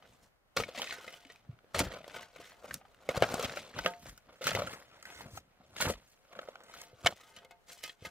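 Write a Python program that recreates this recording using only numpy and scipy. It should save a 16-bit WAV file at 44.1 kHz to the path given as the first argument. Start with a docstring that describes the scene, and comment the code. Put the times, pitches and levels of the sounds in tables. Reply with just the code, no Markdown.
"""Shovel in stony ground

A steel shovel digs beside a block wall, outdoors, a few metres from a pair of microphones.
Clumped noise grains make the grit grinding along the blade; short crumbling bursts are stones knocking it.
The same force rings the blade's modes, long in the air and damped when buried, while pebbles tick.
Clods and steps thud as short low sines over a soil rumble. The wall throws back a short noisy echo.
Banded noise makes the faint hiss of the open air."""
import sys
import numpy as np
from scipy import signal
from scipy.fft import rfft, irfft
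from scipy.io import wavfile
from scipy.ndimage import map_coordinates

SR = 44100
rng = np.random.default_rng(int(sys.argv[2]) if len(sys.argv) > 2 else 0)


def wav_record(signal):
    """Record a signal, one row per channel, as 16-bit PCM in the file named by sys.argv[1]."""
    frames = np.transpose(np.atleast_2d(signal))
    bounded = np.clip(frames, -1, 1)
    # unit amplitude maps onto the largest positive 16-bit level
    quanta = np.round(bounded * 32767).astype(np.int16)
    wavfile.write(sys.argv[1], SR, quanta)


N = 357210

# Stones knock the blade; levels set the contact before its colouring, t60 before each range's fall power:
# start_s, edge_db, body_over_edge_db, crack_over_edge_db, body_hz, clink_hz, contact_t60_s
STONE_KNOCKS = [(0.0236, -45.5, -13, -31, 760, 1250, 0.025), (0.5652, -29, -4.5, 2, 528, 1400, 0.081),
                (0.5988, -28.5, -3.5, -19, 467, 1263, 0.077), (0.635, -28, -16.5, -27, 530, 2220, 0.04),
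                (0.6877, -50, 9.5, -15, 520, 2780, 0.04), (0.7471, -40.5, -6.5, -13, 700, 1135, 0.06),
                (0.7754, -29.5, -12.5, -14, 582, 2680, 0.05), (0.8175, -21.5, -19, -2, 527, 3100, 0.018),
                (0.842, -26.5, -36, 0, 520, 2620, 0.014), (0.871, -31, -37, -13, 540, 2490, 0.033),
                (0.924, -30.5, -16.5, -3, 690, 1496, 0.04), (1.139, -32, -22, -6, 720, 3020, 0.014),
                (1.321, -47.5, -25, 10, 530, 2230, 0.015), (1.358, -44.5, -23, -4, 533, 2470, 0.019),
                (7.233, -50, -23, -17, 546, 1270, 0.027), (7.386, -43, -34, -2.5, 540, 3190, 0.03),
                (0.9085, -20, -36, -13, 715, 2180, 0.011), (1.078, -34.5, -12.5, -21, 541, 2070, 0.032),
                (1.2494, -39, -19, -11, 544, 2200, 0.017), (1.2996, -44, -14, -17, 463, 1920, 0.077),
                (1.5887, -43, -24, -31, 522, 1320, 0.01), (1.7456, -23.5, -12, -4, 564, 1280, 0.044),
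                (1.791, -20.5, -11, 8.5, 870, 2230, 0.037), (1.8106, -24.5, -5, -11, 355, 1420, 0.041),
                (1.8704, -39, -1, -18, 493, 1380, 0.039), (1.919, -36, -8, -10, 600, 1920, 0.033),
                (2.0425, -33, -8, -29, 580, 2000, 0.011), (2.1629, -34, -12.5, -23, 500, 1470, 0.027),
                (2.4006, -49.5, 9.5, -4, 500, 1570, 0.011), (2.6432, -50, 11, -17, 550, 1270, 0.028),
                (2.709, -24.5, -33, -27, 468, 1590, 0.018), (2.741, -32.5, -31, 22.5, 366, 3680, 0.014),
                (2.812, -52, -2, -23, 770, 1230, 0.047), (2.8507, -50, -3.5, -35, 790, 1210, 0.042),
                (2.9454, -45.5, -32, 0, 464, 2860, 0.011), (3.0895, -23.5, 1.5, -5.5, 528, 2157, 0.042),
                (3.1464, -31.5, 3.5, -14, 705, 1510, 0.018), (3.174, -31.5, 1.5, 3.5, 526, 1455, 0.04),
                (3.223, -10.5, 2.5, -8.5, 570, 1710, 0.015), (3.2404, -19.5, -3, -20, 700, 1570, 0.021),
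                (3.3412, -27, -0.5, 10, 750, 1410, 0.024), (3.3943, -33.5, -3.5, -1, 478, 1320, 0.12),
                (3.425, -32.5, -10, 4, 555, 1257, 0.057), (3.495, -31, -9, -13, 595, 1480, 0.031),
                (3.571, -29, -5.5, -9, 580, 1366, 0.045), (3.788, -24, -10.5, -6.5, 903, 1510, 0.038),
                (3.8467, -27.5, -9, -18, 617, 2140, 0.022), (3.8605, -12.5, -9.5, -10, 585, 1256, 0.019),
                (3.9365, -28.5, -32, -26, 720, 2020, 0.0073), (4.0577, -42, 4, -14, 640, 1400, 0.018),
                (4.176, -49, -16.5, 9, 533, 1445, 0.043), (2.079, -43.5, 5, 12.5, 556, 3250, 0.013),
                (2.222, -45, -18, -4, 560, 2920, 0.012), (4.4104, -44, 2.5, -10, 525, 1320, 0.13),
                (4.441, -31, -17, 6, 527, 1410, 0.052), (4.4689, -15, -13, 4, 530, 1330, 0.022),
                (4.5144, -22, -10, -15, 637, 1370, 0.023), (4.5499, -17.5, -3, 0, 557, 2050, 0.016),
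                (4.6189, -29, 0, -28, 575, 1310, 0.038), (4.672, -28.5, -33, -13, 527, 1370, 0.036),
                (4.7329, -35.5, -13, -14, 490, 1340, 0.033), (5.0261, -40.5, -27, 10.5, 690, 1290, 0.019),
                (5.053, -36.5, -43, -3, 740, 1536, 0.039), (5.3736, -33.5, -6.5, -0.5, 786, 1300, 0.032),
                (5.6072, -60.5, 3, -23, 727, 1300, 0.052), (5.7644, -38.5, -22, -49, 670, 2060, 0.042),
                (5.8087, -30, -21, 8, 626, 1463, 0.16), (5.852, -29, -3, -15, 495, 1330, 0.047),
                (5.8979, -36.5, 7.5, -12, 477, 2970, 0.038), (6.352, -35.5, -28, -26, 506, 1450, 0.013),
                (6.3898, -25.5, -10, -42, 570, 1340, 0.023), (6.486, -43, 10.5, -14, 557, 1370, 0.025),
                (6.5553, -32.5, -11.5, -13, 745, 1390, 0.014), (6.604, -44, -8, -6, 830, 1210, 0.018),
                (6.637, -51, -34.5, 11.5, 406, 1205, 0.02), (6.7386, -44, -21, 2, 714, 1320, 0.056),
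                (6.8152, -44.5, -7, 21.5, 686, 2095, 0.017), (6.93, -69.5, 18, 0, 494, 1280, 0.026),
                (7.047, -28.5, -16, -3, 560, 1220, 0.024), (7.0604, -13, -8.5, -9.5, 695, 2230, 0.051),
                (7.0699, -4, -24, -10, 690, 3040, 0.017), (7.1242, -35.5, -0.5, -14, 750, 1080, 0.015),
                (7.3635, -42, -23, 1, 546, 2970, 0.048), (7.447, -51, -7, 3.5, 533, 2130, 0.037),
                (7.5088, -50.5, -3.5, 2.5, 745, 2170, 0.056), (7.8366, -39, -14.5, 10.5, 568, 2090, 0.076),
                (7.894, -33, -29, -42.5, 540, 3180, 0.032), (8.0494, -34.5, -12.5, -11, 575, 2100, 0.051),
                (0.984, -46.5, 1, -10, 470, 2080, 0.019), (1.043, -43.5, -8, -15, 560, 1400, 0.05),
                (1.2273, -54, -15, -9, 900, 2100, .015), (1.644, -60, 14, -14, 500, 1310, 0.013),
                (2.0057, -56.5, 13, -10, 600, 1300, 0.027), (2.0667, -59, 11, -13, 566, 1300, 0.028),
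                (2.1431, -41, -8, -15, 595, 1500, 0.039), (2.3601, -48.5, -4.5, -12, 545, 1480, 0.036),
                (3.308, -42, 9, 0, 600, 1400, .02), (3.445, -24, -16, -5, 600, 3250, 0.029),
                (6.429, -44.5, -8, -15, 560, 1380, 0.033), (6.475, -42, -16, -17, 600, 1300, 0.023),
                (6.754, -44, -7, -9, 600, 1250, .015), (8.024, -62.5, 12.5, -7, 474, 1290, 0.022)]
# Scrapes and slides of grit, with levels of the driving gains:
# loudest_s, rise_s, fall_s, edge_db, body_over_edge_db, sand_over_edge_db, soil_over_edge_db
GRIT_SCRAPES = [(.044, 0.09, 0.13, -75, 12, -26, 3), (.144, 0.19, 0.04, -71.5, -4, 3, 6),
                (.247, 0.11, 0.052, -73.5, 2, 6, 7), (.571, 0.0039, 0.017, -28.5, -8, -14.5, -30),
                (0.588, 0.017, 0.059, -45.5, 6.5, 3.5, 10.5), (.688, 0.095, 0.099, -61, 7, -4, -13),
                (.786, 0.046, 0.11, -43, -0.5, -5.5, -40), (0.922, 0.12, 0.074, -45.5, -13, -4.5, -33),
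                (1.087, 0.24, 0.23, -57, -7.5, -2, -35), (1.315, 0.11, 0.14, -64.5, -5, -6, -3),
                (1.51, 0.15, 0.21, -81.5, 12, -20, 17.5), (1.748, 0.0075, 0.2, -44, 4, -5, 3),
                (1.801, 0.033, 0.052, -44.5, 10.5, 5.5, 9.5), (1.952, 0.19, 0.094, -57, 9.5, -8, -15),
                (2.154, 0.12, 0.13, -51.5, -1.5, -5.5, -14), (2.23, 0.11, 0.066, -62, -10, -3, -18),
                (2.37, 0.083, 0.17, -60.5, -2.5, -7, -18), (2.45, 0.14, 0.093, -59, -16, -3.5, -17),
                (2.515, 0.22, 0.05, -61.5, -5.5, -2, -20), (2.656, 0.11, 0.19, -71.5, 18, 8, -3),
                (2.73, 0.11, 0.052, -59, -20, -2, 5.5), (2.756, 0.061, 0.034, -61.5, -21, 10, 11.5),
                (2.85, 0.22, 0.35, -82, -17, -20, 9), (3.095, 0.0043, 0.062, -51, 12.5, -1.5, 4),
                (3.167, 0.032, 0.02, -42, 8, -5.5, -21), (3.233, 0.02, 0.025, -37.5, 11, -10, -16),
                (3.33, 0.26, 0.4, -51, 10.5, 0, 2.5), (3.454, 0.043, 0.018, -39.5, 1.5, -4, -3.5),
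                (3.56, 0.19, 0.22, -52.5, -9, -5.5, -18), (3.788, 0.06, 0.033, -44.5, 2.5, -13, 0.5),
                (3.871, 0.088, 0.07, -48.5, 5, 1, -20), (4.075, 0.1, 0.1, -57.5, -17, 3, 6),
                (4.295, 0.052, 0.09, -72, 16, -18, 8), (4.419, 0.0063, 0.15, -49.5, 2, -3.5, -27),
                (4.468, 0.029, 0.13, -34, -6.5, -5.5, -18), (4.561, 0.094, 0.18, -43, 5.5, -6, 0),
                (4.725, 0.36, 0.15, -53, -3, -2, -24), (5.07, 0.03, 0.35, -58, -7, -4, -29),
                (4.93, 0.14, 0.6, -64, -1.5, -26, -8), (5.21, 0.27, 0.056, -56, -8, -0.5, -25),
                (5.276, 0.14, 0.18, -76, 19, -8, 23.5), (5.376, 0.11, 0.027, -57.5, -16, 7, 6),
                (5.626, 0.17, 0.086, -73.5, 4.5, -16.5, 1.5), (5.765, 0.0067, 0.21, -46.5, -9, -5, -21),
                (5.82, 0.03, 0.067, -32.5, -6, -3, -18), (5.908, 0.12, 0.025, -45, 9, 5, 9),
                (5.95, 0.046, 0.12, -71.5, 11, -14, 11), (6.1, 0.18, 0.16, -83, -7, 15, -8.5),
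                (6.33, 0.047, 0.93, -66.5, 9, -9, -15), (6.487, 0.52, 0.15, -67, 0, -2.5, -20),
                (6.69, 0.11, 0.14, -65, -15, -6, -6), (6.76, .12, 0.12, -56.5, -11.5, -1.5, -25),
                (6.83, 0.13, 0.062, -61, -5, 3.5, -11), (7.068, 0.0089, 0.0066, -24.5, -10, -17, -30),
                (7.09, 0.088, 0.062, -56.5, 12, 4.5, 5.5), (7.2, 0.3, 0.17, -64.5, -11, -1.5, -14),
                (7.3, 0.14, 0.1, -72, 1, 6, -4), (7.376, 0.075, 0.044, -61, -14, -3, -3),
                (7.454, 0.11, 0.015, -71, 9, -3, 3), (7.519, 0.024, 0.02, -68, 4.5, -11, -3),
                (7.697, 0.022, 0.072, -56.5, -4, 3.5, -15), (7.733, 0.04, 0.016, -58.5, -26.5, 10.5, -19.5),
                (7.79, 0.13, 0.12, -69, -15, 8, -20), (7.839, 0.031, 0.079, -51, -20, 2.5, -35),
                (7.895, 0.095, 0.013, -62, -4.5, 4.5, -23.5), (8.063, 0.046, 0.04, -51.5, -9.5, -1.5, -1.5)]
SWELL_DB = 20  # a scrape gains this much over its rise and loses it over its fall
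# Modes of the blade: mode_hz, relative_level_db, free_air_t60_s
BLADE_MODES = [(172, -8, .12), (421, -12, .35), (524, 0, .11), (700, -1, .33), (797, -12, .15),
               (900, -5, .26), (1255, -7, .12), (1400, -8, .08), (1472, -4, .12), (1522, -5, .1),
               (1615, -9, .1), (1918, -11, .12), (2090, -5, .08), (2165, -6, .08), (2550, -7, .07),
               (2920, -8, .06), (3020, -9, .07), (3330, -9, .06), (3720, -14, .06), (3930, -14, .06),
               (4700, -15, .05), (5070, -15, .05), (5450, -16, .05)]
BURIED_T60_SHARE = 0.13
# Spells with the blade out of the soil: from_s, to_s, freedom (0-1)
BLADE_LIFTS = [(.88, 1.3, .6), (2.12, 2.6, .35), (3.84, 3.94, .7), (5.03, 5.25, .45), (6.65, 6.95, .4),
               (7.2, 7.6, .85), (7.66, 8.2, .7)]
LIFT_RAMP_S = 0.033  # the blade comes free and sinks back over this time
# Brightness of the edge, low in loose soil and high on bare stone: time_s, upper_over_lower_db
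EDGE_BRIGHTNESS = [(0, -3), (.8, 2), (1.05, -7), (1.3, -2), (1.9, -4), (2.15, -9), (2.42, -9), (2.52, -5),
                   (2.7, -18), (3.3, -7), (3.45, -1.5), (3.8, -2), (4.1, -7.5), (4.3, -25), (4.45, -1.5),
                   (4.7, -12), (5.1, -13.5), (5.8, 1.5), (6.35, -15), (6.7, -10), (6.8, -1), (7.3, -5.5),
                   (7.85, 3.5), (8.1, -6.5)]
EDGE_TURN_HZ = 1850
# The contact wanders over the blade and favours now one mode, now another
WANDER_DB, WANDER_HZ = 3.0, 8.0
# Colour of stone and soil when struck: freq_hz, relative_level_db (per Hz)
STONE_COLOUR = [(150, -11), (350, -13.5), (540, -0.5), (900, -12.5), (1450, 0), (2500, -5), (4200, -3.5),
                (7000, -3), (11000, -9), (16000, -10)]
# Pitches that part body from edge and edge from crack: split_hz
RANGE_SPLITS_HZ = [1100, 4000]
# Clods and steps on the soil: start_s, envelope_peak_db, pitch_hz, t60_s, rise_ms (time constant)
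SOIL_THUDS = [(0.591, -45, 98.5, 0.17, 1.2), (0.777, -43.5, 229, 0.065, 0.77), (1.067, -57, 214, 0.084, 1),
              (1.254, -53.5, 271, 0.075, 1), (1.489, -35.5, 123, 0.036, 12), (1.524, -52, 118, 0.092, 4),
              (1.76, -44, 87, 0.24, 2.3), (1.801, -26.5, 280, 0.067, 0.76), (1.827, -38, 85, 0.044, 1),
              (2.39, -52, 285, 0.037, 0.89), (2.746, -45.5, 142, 0.064, 4.5), (3.785, -46, 48.3, 0.12, 13),
              (4.085, -48, 42.3, 0.13, 12), (1.855, -42, 50, .15, 10), (5.93, -45.5, 45, .15, 7.7),
              (3.173, -26, 128, 0.024, 1), (3.21, -34.5, 115, 0.15, 2.2), (3.34, -26.5, 212, 0.013, 1.2),
              (3.763, -40.5, 153, 0.043, 1), (3.85, -38.5, 180.5, 0.16, 1.1), (4.061, -54, 128, 0.1, 4.4),
              (4.455, -40, 135, 0.086, 1.2), (4.538, -39.5, 100, 0.24, 2), (5.258, -40.5, 140, 0.041, 1),
              (5.333, -42.5, 96.9, 0.075, 1), (5.601, -55, 198, 0.04, 1), (5.809, -57, 125, 0.1, 1),
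              (5.867, -27.5, 98, 0.031, 1.1), (6.369, -54, 205, 0.072, 1), (6.933, -53, 110, 0.054, 2),
              (7.045, -32, 97.7, 0.056, 0.91), (8.021, -45, 108, 0.039, 0.92)]
# Where the blade is: time_s, left_lag_samples, left_over_right_db
BLADE_PLACE = [(0, 1, -0.5), (1, 1, 0.7), (1.7, 2, 0.7), (2.2, -0.5, 1.5), (2.8, -0.5, 1), (3.7, 2, 1.5),
               (4.2, 3.5, 1), (5.2, 5, 1), (5.8, 3, 1), (6.7, 4.5, 0.5), (7.2, 0, 0.5), (8.1, 1, 1)]
ECHO_DRIFT_HZ = 11
# Colour of the open air: freq_hz, relative_level_db (per Hz)
AIR_COLOUR = [(25, 0), (120, -9), (390, -15), (600, -8), (1000, -15), (1400, -14), (2900, -22), (5500, -29),
              (9000, -34), (16000, -35)]
AIR_DB = -70.5
# Likeness of the air at the two microphones: freq_hz, left_right_likeness (-1 opposed, 0 unrelated, 1 alike)
AIR_ALIKE = [(60, 0.39), (240, 0.088), (950, 0.23), (3770, -0.64), (15000, 0.73)]
STOP_HZ = 16300


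def shovel():
    """Stone and soil crunch directly; the same force rings the blade, long where free, short where buried."""
    force, notes = contacts()
    free = freedom()
    tilt_db, = in_time(EDGE_BRIGHTNESS)
    body, edge, crack = signal.oaconvolve(force, stone_answers(), axes=1)[:, :N]
    low_pass = signal.butter(4, EDGE_TURN_HZ, fs=SR, output="sos")
    high_pass = signal.butter(4, EDGE_TURN_HZ, "high", fs=SR, output="sos")
    lower = from_db(-tilt_db / 2) * signal.sosfilt(low_pass, edge)
    upper = from_db(tilt_db / 2) * signal.sosfilt(high_pass, edge)
    out = notes + body + crack + lower + upper
    for hz, level_db, t60 in BLADE_MODES:
        # modes above the body range share the brightness of the edge
        bright_db = np.sign(hz - EDGE_TURN_HZ) * (hz > RANGE_SPLITS_HZ[0]) * tilt_db / 2
        reach = from_db(WANDER_DB * drift(WANDER_HZ) + bright_db)
        push = reach * force[np.searchsorted(RANGE_SPLITS_HZ, hz)]
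        # a stone's own note passes into the free blade and wakes the modes near its pitch
        out += from_db(level_db - 24) * ring(free * (push + .17 * notes), hz, t60)
        out += from_db(level_db - 36) * ring((1 - free) * push, hz, t60 * BURIED_T60_SHARE)
    return out


def contacts():
    """Force on the blade in three ranges of pitch, and the short notes of the stones themselves."""
    fine = grains(2500., spread_db=1.5, clump_db=3.0, clump_rate=70.0, smooth=0.8)
    # coarse gravel: separate stones in each range of pitch
    gravel = np.array([grains(110.0, spread_db=3.5, clump_db=3.0, clump_rate=11.0, smooth=0)
                       for _ in range(3)])
    grit = rms_one(fine + from_db([[-5.0], [-8.0], [-13.0]]) * gravel)
    force, notes = grit * scraping()[:3], np.zeros(N)
    t = np.arange(4000) / SR
    chips = rng.standard_normal((len(STONE_KNOCKS), len(t)))
    chips[:, 25] = 5.0  # one clean click just after the start
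    for knock, chip in zip(STONE_KNOCKS, chips):
        s, edge_db, body_db, crack_db, body_hz, clink_hz, t60 = knock
        # the contact builds in about a millisecond, then crumbles away, the crack fastest
        build = 1 - np.exp(-t / 0.00095)
        fall = from_db(-60 * t / max(t60, .003)) ** np.array([[1.2], [1.1], [1.6]])
        gains = from_db(edge_db + np.array([[body_db], [0], [crack_db]])) * build * fall
        body_note = 1.99 * gains[0] * np.sin(2 * np.pi * body_hz * t)
        clink = 0.7 * gains[1] * np.sin(2 * np.pi * clink_hz * t)
        at = round(s * SR)
        force[:, at:at + len(t)] += (from_db(-8.5) * gains * chip)[:, :N - at]
        notes[at:at + len(t)] += (body_note + clink)[:N - at]
    return force, notes


def scraping():
    """Gains of body, edge, fine sand and soil rumble: each scrape swells and fades, powers add."""
    t, power = np.arange(0, N + 32, 32) / SR, 0
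    for s, rise, fall, edge_db, body_db, sand_db, soil_db in GRIT_SCRAPES:
        away = np.maximum((s - t) / max(rise, .002), (t - s) / max(fall, .002))
        levels_db = edge_db + np.array([[body_db], [0], [sand_db], [soil_db]])
        power = power + from_db(levels_db - SWELL_DB * away) ** 2
    return np.array([np.interp(np.arange(N) / SR, t, np.sqrt(p)) for p in power])


def freedom():
    """How freely the blade hangs, 0 buried to 1 in the air."""
    t = np.arange(N) / SR
    spells = [share * np.clip(.5 + np.minimum(t - start, end - t) / LIFT_RAMP_S, 0, 1)
              for start, end, share in BLADE_LIFTS]
    return np.clip(np.max(spells, axis=0), 0, 1)


def stone_answers():
    """Causal response of stone and soil to a click, split into body, edge and crack, each of unit energy."""
    hz = np.maximum(np.arange(2049) * SR / 4096, 20)
    cepstrum = irfft(np.log(from_db(at_hz(STONE_COLOUR, hz))))
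    cepstrum[1:2048] *= 2  # folding the cepstrum gives the minimum phase
    whole = irfft(np.exp(rfft(cepstrum[:2049], 4096)))[:2000]
    body = band(whole, 150, RANGE_SPLITS_HZ[0])
    edge = -band(whole, *RANGE_SPLITS_HZ)  # turned over so that it adds to the body where they meet
    crack = band(band(whole, RANGE_SPLITS_HZ[1], 21000), RANGE_SPLITS_HZ[1], 21000)
    parts = np.array([body, edge, crack])
    return parts / np.sqrt(np.sum(parts ** 2, axis=1, keepdims=True))


def pebbles():
    """Small stones tick at random under the scrapes, each ringing a few cycles at one of ten pitches."""
    sizes = from_db(2.4 * np.minimum(rng.exponential(1, N), 4)) * rng.choice([-1, 1], N)
    born = rng.random(N) < 90 / SR  # 90 ticks a second
    dealt = rng.integers(0, 10, N)
    ticks = 0
    for k, hz in enumerate(np.geomspace(900, 6000, 10)):
        ticks = ticks + ring(sizes * born * (dealt == k), hz, 12.0 / hz)
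    return from_db(-2.5) * scraping()[1] * rms_one(ticks)


def soil():
    """Lumpy low rumble of moving earth, and soft pushes that ring a few cycles."""
    rumble = band(grains(300., spread_db=3.0, clump_db=2.5, clump_rate=15., smooth=.8), 50, 230)
    out = scraping()[3] * rms_one(rumble)
    t = np.arange(8000) / SR
    for s, peak_db, hz, t60, rise_ms in SOIL_THUDS:
        rise = (1 - np.exp(-1000 * t / max(rise_ms, .2))) ** 2
        shape = rise * from_db(-60 * t / max(t60, .01))
        thud = from_db(peak_db) * shape / shape.max() * np.sin(2 * np.pi * hz * t)
        at = round(s * SR)
        out[at:at + len(t)] += thud[:N - at]
    return out


def placed(x):
    """The sound reaches one microphone a few samples early; contacts wander over blade and trench."""
    lag, pan_db = in_time(BLADE_PLACE)
    sides = np.array([[.5], [-.5]])
    at = np.arange(N) - sides * (lag + 1.14 * drift(37.0))
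    gain = from_db(sides * (pan_db + 1.2 * drift(20.)))
    return gain * map_coordinates(x, at[None], order=3)


def scatter(x, t60, low_hz):
    """Wall, trench and rough ground echo differently to each microphone, in a pattern that drifts."""
    t = np.arange(2000) / SR
    echoes = rng.standard_normal((4, 2, len(t))) * from_db(-60 * t / t60)
    echoes = band(echoes / np.sqrt(np.sum(echoes ** 2, axis=2, keepdims=True)), low_hz, 7700)
    shares = np.array([drift(ECHO_DRIFT_HZ) for _ in echoes])
    shares /= np.sqrt(np.sum(shares ** 2, axis=0))  # the four patterns keep a constant total power
    return signal.oaconvolve((shares * x)[:, None], echoes, axes=2).sum(axis=0)[:, :N]


def air():
    """Far hiss: half-octave noise bands swell together, each with its own left-right likeness."""
    out, together = 0, drift(2.5)
    edges = 25 * 2 ** np.arange(0, 9.6, .5)
    white = rng.standard_normal((2, 2, N))
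    for k, (low, high) in enumerate(zip(edges, edges[1:])):
        mid, side = band(white[k % 2], low, high)  # neighbouring bands use separate noise
        hz = np.sqrt(low * high)
        alike = np.clip(at_hz(AIR_ALIKE, hz), -1, 1)
        gain = from_db(at_hz(AIR_COLOUR, hz) + 1.6 * together)
        out = out + gain * (np.sqrt(1 + alike) * mid + np.sqrt(1 - alike) * side * [[1], [-1]])
    return from_db(AIR_DB) * rms_one(out)


def grains(per_s, spread_db, clump_db, clump_rate, smooth):
    """Uneven clicks over a share of smooth rubbing noise, both swelling in clumps."""
    sizes = from_db(spread_db * np.minimum(rng.exponential(1, N), 5)) * rng.choice([-1, 1], N)
    clicks = rms_one(sizes * (rng.random(N) < per_s / SR))
    clumps = from_db(clump_db * drift(clump_rate))
    return rms_one(clumps * (clicks + smooth * rng.standard_normal(N)))


def ring(force, hz, t60):
    """A damped resonator: a unit click starts a decaying sine of height 1."""
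    r, w = from_db(-60 / (t60 * SR)), 2 * np.pi * hz / SR
    return signal.lfilter([0, np.sin(w)], [1, -2 * r * np.cos(w), r * r], force + 1e-18)


def drift(rate):
    """Slow random wander of spread 1: noise smoothed twice at the rate in Hz, one step per 40 samples."""
    r = np.exp(-80 * np.pi * rate / SR)
    noise = rng.standard_normal(N // 40 + 2002)
    slow = signal.lfilter([1], [1, -2 * r, r * r], noise)[2000:]
    return np.interp(np.arange(N) / 40, np.arange(len(slow)), rms_one(slow))


def band(x, low, high):
    """Butterworth band-pass."""
    return signal.sosfilt(signal.butter(2, [low, high], "band", fs=SR, output="sos"), x)


def at_hz(points, hz):
    """Reads a spectrum on a log frequency axis."""
    freqs, values = np.array(points)[:, 0], np.array(points)[:, 1]
    return np.interp(np.log(hz), np.log(freqs), values)


def in_time(rows):
    """Columns of a curve table, one value per sample."""
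    s, *columns = np.transpose(rows)
    return [np.interp(np.arange(N) / SR, s, c) for c in columns]


def rms_one(x):
    """Scales to unit rms."""
    return x / np.sqrt(np.mean(x ** 2) + 1e-20)


def from_db(db):
    """Decibels to gain."""
    return 10 ** (np.asarray(db) / 20)


def scene():
    """Digging, its echo and the open air."""
    digging = band(shovel() + pebbles() + soil(), 40, 21000)
    wall = from_db(-8.0) * scatter(digging, t60=0.029, low_hz=878)
    return placed(digging) + wall + air()


def record(dry):
    """A steep low-pass cuts the top, 60 dB down from STOP_HZ upward."""
    return signal.sosfilt(signal.cheby2(14, 60, STOP_HZ, fs=SR, output="sos"), dry)


dry = scene()
out = record(dry)
wav_record(out)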